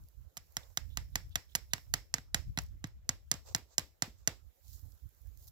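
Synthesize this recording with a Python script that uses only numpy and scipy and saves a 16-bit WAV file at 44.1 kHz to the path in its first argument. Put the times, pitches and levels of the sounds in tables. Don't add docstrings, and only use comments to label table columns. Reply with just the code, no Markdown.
import sys
import numpy as np
from scipy import signal
from scipy.fft import rfft, irfft, next_fast_len
from scipy.io import wavfile
from scipy.ndimage import uniform_filter1d, map_coordinates

SR = 44100
rng = np.random.default_rng(int(sys.argv[2]) if len(sys.argv) > 2 else 0)


def wav_out(sig):
    wavfile.write(sys.argv[1], SR, np.round(np.clip(np.atleast_2d(sig).T, -1, 1) * 32767).astype(np.int16))


def gain_from_decibels(decibels):
    exponent = np.asarray(decibels, float) / 20
    return 10 ** exponent


N = 242991


def unit(x):
    return x / np.sqrt(np.mean(x ** 2) + 1e-20)


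def along(points, hz):
    f, v = np.transpose(points)
    return np.interp(np.log(hz + 1), np.log(f + 1), v)


def wobble(rate):
    knots = rng.standard_normal(int(N * rate / SR) + 4)
    return map_coordinates(knots, [np.arange(N) * rate / SR])


def filtered(x, response):
    n = x.shape[-1]
    m = next_fast_len(n + 2048)
    return irfft(rfft(x, m) * response(np.fft.rfftfreq(m, 1 / SR)), m)[..., :n]


def nearness(hz, center, width):
    return 1 / (1 + (2 * (hz - center) / width) ** 2)


def ring(x, modes, detune=1):
    c, w, db = np.transpose(modes)[:, :, None]
    each = filtered(x, lambda f: 1j * f * w / ((c * detune) ** 2 - f * f + 1j * f * w))
    signs = (-1) ** np.arange(len(modes))[:, None]
    each *= gain_from_decibels(db) * signs / np.linalg.norm(each, axis=1, keepdims=True)
    total = each.sum(axis=0)
    return total / np.abs(total).max()


def rush(spectrum, patchy_db):
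    z = signal.stft(rng.standard_normal((2, N)), nperseg=512)[2]
    field = uniform_filter1d(rng.standard_normal(z.shape[1:]), size=8, axis=0)
    field = uniform_filter1d(field, size=6, axis=1)
    pair = signal.istft(z * gain_from_decibels(patchy_db * unit(field)), nperseg=512)[1][:, :N]
    return unit(filtered(pair, lambda hz: gain_from_decibels(along(spectrum, hz))))


def ports(x, lag_s, alike):
    # (frequency [Hz], level [dB])
    shade = [(60, -1), (200, -3.5), (600, -1.5), (1600, -5.5), (3000, -6.5), (6000, -5.5), (9000, -8.5),
             (15000, -11)]

    def to_left(hz):
        late = np.exp(-2j * np.pi * hz * lag_s)
        echo = 0.077 * np.exp(-2j * np.pi * hz * 0.0006)
        return gain_from_decibels(along(shade, hz) / 2) * late * (alike + echo)

    left = filtered(x, to_left)
    right = filtered(x, lambda hz: gain_from_decibels(-along(shade, hz) / 2))
    return np.array([left, right])


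def crack(s, square_db, flex_db, shove_db):
    # (frequency [Hz], width [Hz], level [dB])
    wood = [(670, 180, -3), (907, 630, 0.5), (1350, 300, -0.5), (1564, 190, 0.5), (2017, 140, 1)]
    # (frequency [Hz], width [Hz], level [dB])
    face = [(5290, 710, -2), (6672, 430, -0.5), (7445, 510, -3.5)]
    # (frequency [Hz], width [Hz], level [dB])
    edge = [(2840, 1100, -6.5), (3514, 320, -6), (3814, 850, -6)]
    # (frequency [Hz], width [Hz], level [dB])
    splinter = [(9850, 5000, -4.5), (11630, 980, -2), (12500, 1300, -14)]
    t = np.arange(SR // 12) / SR
    chatter_s = 0.0088
    force = rng.standard_normal((4, len(t))) * gain_from_decibels(4.26 * rng.standard_normal(len(t)))
    force *= (1 - np.exp(-t / 0.00035)) * gain_from_decibels(-60 * t / chatter_s)
    force[:, 6] += [1.3, 5.06, 1.6, 4.1]
    detune = 1 + 0.008 * rng.standard_normal()

    low_hz, low_width, low_db = wood[0]
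    low_db = low_db + 0.5 * (s - 2.5)
    bending = [(low_hz, low_width, low_db)] + wood[1:]
    wood_db = 4.5 + flex_db - 1.89 * s
    edge_db = 9 + 0.6 * flex_db - 2.5 * s
    spit_db = 2 + 0.48 * square_db - 0.6 * shove_db - 1.93 * s
    out = gain_from_decibels(4.5 + square_db) * ring(force[0], face, detune)
    out += gain_from_decibels(wood_db) * ring(force[1], bending, detune)
    out += gain_from_decibels(edge_db) * ring(force[2], edge, detune)
    out += gain_from_decibels(spit_db) * ring(force[3], splinter)
    bounce = round(0.0042 * SR)
    out[bounce:] += gain_from_decibels(-14) * out[:-bounce]
    return out


def thump(s, shove_db):
    # (frequency [Hz], width [Hz], level [dB])
    soil = [(100, 18, -1), (150.2, 41, 1.5), (273.3, 58, -3.5)]
    t = np.arange(SR // 12) / SR
    shove = t * np.exp(-t / 0.0015)
    high_hz, high_width, high_db = soil[2]
    packed = (high_hz, high_width, high_db + 1.5 * (s - 2.5))
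    return gain_from_decibels(-16 + shove_db) * ring(shove, soil[:2] + [packed], 1 + 0.056 * rng.standard_normal())


def trunks(n, tilt_db, loose):
    # (frequency [Hz], time to fall 60 dB [s])
    fading = [(150, 0.33), (500, 0.21), (1500, 0.15), (5000, 0.25), (9000, 0.27), (15000, 0.29)]
    # (frequency [Hz], level [dB per Hz])
    colour = [(120, -28), (200, -10), (961, -5), (1870, -5), (2600, -7.5), (4970, -8.5), (6090, -12.5),
              (6930, -12), (7740, -9.5), (8650, -19.5), (11400, -16.5), (15300, -19), (16500, -33)]
    # (frequency [Hz], width [Hz], level [dB], fade stretch [x])
    linger = [(1940, 590, 5, 1.45), (5400, 560, 5.5, 1.5)]

    def tone(hz):
        lift_db = sum(loose * db * nearness(hz, c, w) for c, w, db, _ in linger)
        return gain_from_decibels(along(colour, hz) + lift_db + tilt_db * np.log2((hz + 300) / 3000))

    def response(hz):
        alike = 1 / (1 + (hz / 900) ** 2)
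        return tone(hz) * np.sqrt([1 - alike, 1 - alike, alike])

    left_right_both = filtered(rng.standard_normal((3, n)), response)
    pair = unit(left_right_both[:2] + left_right_both[2])
    hz, t, z = signal.stft(pair, SR, nperseg=128)
    t60 = along(fading, hz)
    for c, w, _, stretch in linger:
        t60 = t60 * (1 + loose * (stretch - 1) * nearness(hz, c, w))
    tail = signal.istft(z * gain_from_decibels(-60 * t / t60[:, None]), SR, nperseg=128)[1][:, :n]
    onset = 1 - np.exp(-np.arange(n) / SR / 0.00069)
    return tail * onset * gain_from_decibels(np.array([[-1.2], [1.2]]))


def club():
    # (time [s], strength [dB], squareness of the hit [dB], flex of club and stake [dB],
    # shove into the soil [dB])
    blows = [(0.3695, -39.5, 0, -2, -2), (0.5677, -29.5, 3, -1.5, 1), (0.7728, -28, 3, -1, 0.5),
             (0.9719, -27.5, 0, -3, 3), (1.1557, -24, 0.5, -1, 1.5), (1.356, -24, -0.5, -2, -1),
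             (1.5510, -24, 1.5, -0.5, -0.5), (1.7341, -22.5, -0.5, -1.5, 0),
             (1.9386, -20.5, 0.5, -1.5, -0.5), (2.14, -22.5, 2.5, -2.5, -1), (2.3447, -19.5, -1, -3, -0.5),
             (2.5744, -29.5, -9, 3.5, 13.5), (2.841, -34.5, -4.5, 2, 17.5), (3.0911, -24, 5, 0.5, 3.5),
             (3.3146, -19.5, 2.5, -4.5, -2.5), (3.5482, -22.5, 1.5, 1.5, 3.5), (3.781, -21, 4.5, -0.5, -2),
             (4.0217, -19, -0.5, -0.5, 0), (4.2746, -19.5, 6, 1, 0.5)]
    # (time [s], strength [dB], squareness [dB], flex [dB], shove [dB])
    rebounds = [
        (0.375, -39.5, 4, -19, 1),
        (1.5553, -29, 0, -10, -16),
        (1.78, -53, -2.5, 8, 15.5),
        (2.1825, -48.5, -4, 12.5, 19.5),
        (2.587, -30.5, 1, 2, 4.5),
        (3.3397, -38.5, 4.5, -8.5, 11),
        (3.7938, -29.5, -10, -7, -2),
    ]
    long = SR // 3
    direct, scatter = np.zeros(N + long), np.zeros((2, N + long))
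    for row in sorted(blows + rebounds):
        s, db, square_db, flex_db, shove_db = row
        start = round(s * SR)
        hit = crack(s, square_db, flex_db, shove_db) + thump(s, shove_db)
        direct[start:start + len(hit)] += gain_from_decibels(db) * hit
        tilt_db = 0.2 - 0.47 * s - 0.08 * shove_db
        if row in rebounds:
            tilt_db += 1.5
        tail = trunks(long, tilt_db, loose=np.clip(1.25 - s / 4, 0.3, 1))
        scatter[:, start:start + long] += gain_from_decibels(db - 22.5 + 0.2 * shove_db) * tail
    return ports(direct[:N], lag_s=0.0002106, alike=0.96) + scatter[:, :N]


def thuds():
    # (time [s], peak [dB], frequency [Hz])
    settles = [
        (4.078, -46, 240),
        (2.19, -57, 198),
        (3.1, -53, 990),
    ]
    t = np.arange(SR // 12) / SR
    out = np.zeros(N + len(t))
    for s, db, hz in settles:
        push = t * np.exp(-t * hz * 3.5)
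        out[round(s * SR):][:len(t)] += gain_from_decibels(db) * ring(push, [(hz, 0.3 * hz, 0)])
    return ports(out[:N], lag_s=0.00022, alike=0.96)


def wind():
    # (time [s], half length [s], peak [dB], left minus right [dB])
    puffs = [(0.0, 0.049, -47.5, -1.5), (0.21, .04, -50.5, -15), (0.405, 0.024, -54, -13),
             (.62, 0.084, -58, -6), (0.89, 0.062, -41, -28), (1.019, 0.035, -41.5, -6.5),
             (1.165, 0.073, -46, -8), (1.304, 0.075, -50.5, 9), (1.61, 0.074, -50, -13.5),
             (1.784, 0.14, -57.5, -5.5), (1.935, 0.052, -48.5, -6), (2.2, 0.22, -55, 5),
             (2.392, .04, -43.5, -14.5), (2.485, 0.023, -36, 3), (2.605, 0.079, -47, 5),
             (2.731, 0.037, -46, -18.5), (2.897, 0.14, -54.5, 5), (3.098, 0.17, -54, 0),
             (3.386, 0.076, -53, 21), (3.552, 0.082, -54, -2.5), (3.865, .07, -61, 7),
             (4.091, 0.042, -54.5, -8.5), (4.29, 0.081, -56, -7), (4.45, 0.025, -49.5, -29),
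             (4.738, 0.064, -49.5, -47), (4.858, 0.048, -42, -49), (5.063, 0.02, -47, -14),
             (5.293, .07, -48.5, -33), (5.48, 0.067, -54, -6)]
    # (frequency [Hz], level [dB per Hz])
    buffet = [(12, -41), (20, -18.5), (42, -1.5), (65, 0.5), (103, -12), (198, -39.5), (258, -37.5),
              (307, -39), (400, -57), (520, -69.5), (880, -120)]
    # (frequency [Hz], level [dB per Hz])
    gust_top = [(40, -43.5), (90, -2.5), (130, 1), (200, -16), (320, -36), (600, -55)]
    t = np.arange(N) / SR
    power = np.full((2, N), gain_from_decibels(-75.5) ** 2)
    for s, half_s, db, lean_db in puffs:
        share = gain_from_decibels(np.array([lean_db, -lean_db]))
        share = 2 * share / share.mean()
        power += gain_from_decibels(db) ** 2 * share[:, None] * np.exp(-((t - s) / half_s) ** 2)
    level_db = 10 * np.log10(power.mean(axis=0) / 2)
    lean_db = 10 * np.log10(power[0] / power[1])
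    lumps = gain_from_decibels(2.9 * np.array([wobble(25), wobble(25)]))
    flutter_db = -10 + np.minimum(level_db, -46) + 44 - 0.39 * np.abs(lean_db)
    flutter = gain_from_decibels(flutter_db) * rush(gust_top, patchy_db=-0.5)
    eddies = rush(buffet, patchy_db=1.26)
    eddies /= np.abs(uniform_filter1d(eddies ** 2, size=SR // 16) + 0.055) ** 0.2
    pressed = np.sqrt(power) * lumps * (unit(eddies) + flutter)
    return filtered(pressed, lambda hz: hz ** 2 / (hz ** 2 + 38 ** 2))


def cloth():
    # (time [s], level [dB])
    fidgets = [(0.0, -75), (0.3, -79.5), (0.6, -72.5), (1.2, -75.5), (1.52, -80.5), (1.81, -72.5),
               (2.3, -85.5), (2.6, -78.5), (3.0, -84.5), (3.5, -79), (4.3, -83.5), (4.64, -74), (4.79, -70),
               (4.93, -77), (5.22, -73), (5.51, -75.5)]
    # (frequency [Hz], level [dB per Hz])
    swish_tone = [(1180, -48), (2000, -17.5), (2330, -37.5), (2740, -21.5), (4000, -8.5), (7550, -4),
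                  (9000, -17), (11700, -42.5), (19800, -120)]
    # (frequency [Hz], level [dB per Hz])
    crinkle_tone = [(5290, -35), (9000, -6), (15100, 2), (16200, -17.5), (16300, -19.5), (16500, -49.5)]
    # (frequency [Hz], level [dB per Hz])
    scuff_tone = [(200, -30), (450, -2.5), (900, -2.5), (1300, -12.5), (2500, -18.5), (4000, -41)]
    # (time [s], half length [ms], swish [dB], crinkle [dB], scuff [dB])
    arm_sweeps = [
        (.62, 82, -76, -98, -67.5),
        (1.522, 22, -78, -73.5, -92.5),
        (3.491, 31, -58, -69, -59.5),
        (3.724, 26, -68.5, -82.5, -72),
        (4.21, 55, -80, -87.5, -91.5),
        (4.731, 59, -67, -64.5, -90),
        (4.9, 67, -81.5, -74.5, -94),
        (5.44, 48, -73, -67.5, -87.5),
        (5.481, 5.3, -65, -58, -82),
    ]
    t = np.arange(N) / SR
    fidget_db = np.interp(t, *np.transpose(fidgets))
    sweeps = np.zeros((3, N))
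    for s, half_ms, *db in arm_sweeps:
        sweeps += gain_from_decibels(np.array(db))[:, None] * np.exp(-((t - s) / half_ms * 1000) ** 2)
    grain = gain_from_decibels(1.7 * wobble(57) + 1.8 * wobble(330))
    swish_db = -83 + 0.69 * (fidget_db - fidget_db.mean())
    swish = (gain_from_decibels(swish_db) / grain ** 0.66 + sweeps[0]) * rush(swish_tone, patchy_db=1.0)
    crinkle = (gain_from_decibels(fidget_db) / grain ** 0.7 + sweeps[1]) * rush(crinkle_tone, patchy_db=1.3)
    scuff = sweeps[2] * rush(scuff_tone, patchy_db=3)
    return gain_from_decibels(np.array([[-2.5], [2.5]])) * grain * (swish + crinkle + scuff)


def needles():
    # (time [s], top peak [dB], body [dB])
    ticks = [(0.038, -58, -2), (0.086, -51.5, -6), (.2135, -64, -7), (0.505, -63, -1), (0.523, -52, -8),
             (.893, -59, -3), (1.294, -54, -9), (1.533, -61, -2), (2.61, -52, -9), (2.619, -45, -6),
             (2.636, -48, -7), (2.664, -56, 3), (2.686, -66, 3), (2.872, -47.5, -8), (3.463, -59, 6),
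             (3.562, -35.5, 3.5), (3.582, -43, -5), (4.681, -56, 4), (4.703, -60, -7), (4.731, -45, -4),
             (4.921, -57.5, 3), (5.091, -53, -17), (5.148, -59, -10), (5.217, -56.5, -7),
             (5.272, -56.5, -8), (5.374, -54, -1), (5.426, -56, -2), (5.471, -46, -4), (5.478, -54, 1),
             (5.484, -49.5, 0)]
    # (frequency [Hz], width [Hz], level [dB])
    snap_body = [(4460, 1500, -4), (6500, 2000, 0)]
    # (frequency [Hz], width [Hz], level [dB])
    snap_top = [(11370, 2300, 1.5), (14250, 4000, 3.5)]
    t = np.arange(SR // 50) / SR
    out = np.zeros(N + len(t))
    for s, db, body_db in ticks:
        snap = rng.standard_normal((2, len(t))) * gain_from_decibels(-60 * t / 0.007)
        tick = gain_from_decibels(body_db) * ring(snap[0], snap_body) + ring(snap[1], snap_top)
        out[round(s * SR):][:len(t)] += gain_from_decibels(db + 0.5) * tick
    return ports(out[:N], lag_s=0.00018, alike=0.7)


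def squeaks():
    # (time [s], peak [dB], frequency [Hz], length [ms])
    rubs = [(.63, -48, 3680, 11), (.90, -58, 3400, 28), (.917, -59, 3650, 51), (1.121, -64.5, 3700, 39),
            (1.307, -53.5, 3500, 45), (1.491, -58.5, 3500, 18), (1.514, -56, 3500, 24),
            (1.705, -56.5, 3700, 29)]
    t = np.arange(SR // 10) / SR
    out = np.zeros(N + len(t))
    for s, db, hz, length_ms in rubs:
        u = t / (length_ms / 4000 + 1e-4)
        rub = rng.standard_normal(len(t)) * u * np.exp(-u)
        out[round(s * SR):][:len(t)] += gain_from_decibels(db - 3.5) * ring(rub, [(hz, 400, 0)])
    return ports(out[:N], lag_s=0.00018, alike=0.7)


def canopy():
    # (frequency [Hz], level [dB per Hz])
    hush = [(88, -32.5), (150, -2), (209, -14.5), (546, -7), (883, -15), (1530, -16.5), (1880, -20),
            (4000, -22), (5200, -56), (8800, -120)]
    return gain_from_decibels(-78.5) * gain_from_decibels(np.array([[-1.5], [1.5]])) * rush(hush, patchy_db=3.0)


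def scene():
    return club() + thuds() + wind() + cloth() + needles() + squeaks() + canopy()


def roll_off(x):
    return signal.sosfilt(signal.butter(12, 17080, fs=SR, output="sos"), x)


def record(dry):
    # (frequency [Hz], width [Hz], depth [0-1])
    cavity = [(8500, 500, 1), (9165, 1300, 0.55), (9970, 970, 0.4)]

    def response(hz):
        gain = gain_from_decibels(-0.04 * np.clip(hz - 15850, 0, None))
        for c, w, depth in cavity:
            gain = gain * (1 - np.clip(depth, 0, 0.95) * 1j * hz * w / (c * c - hz * hz + 1j * hz * w))
        return gain

    return roll_off(filtered(dry, response))


dry = scene()
out = record(dry)
wav_out(out)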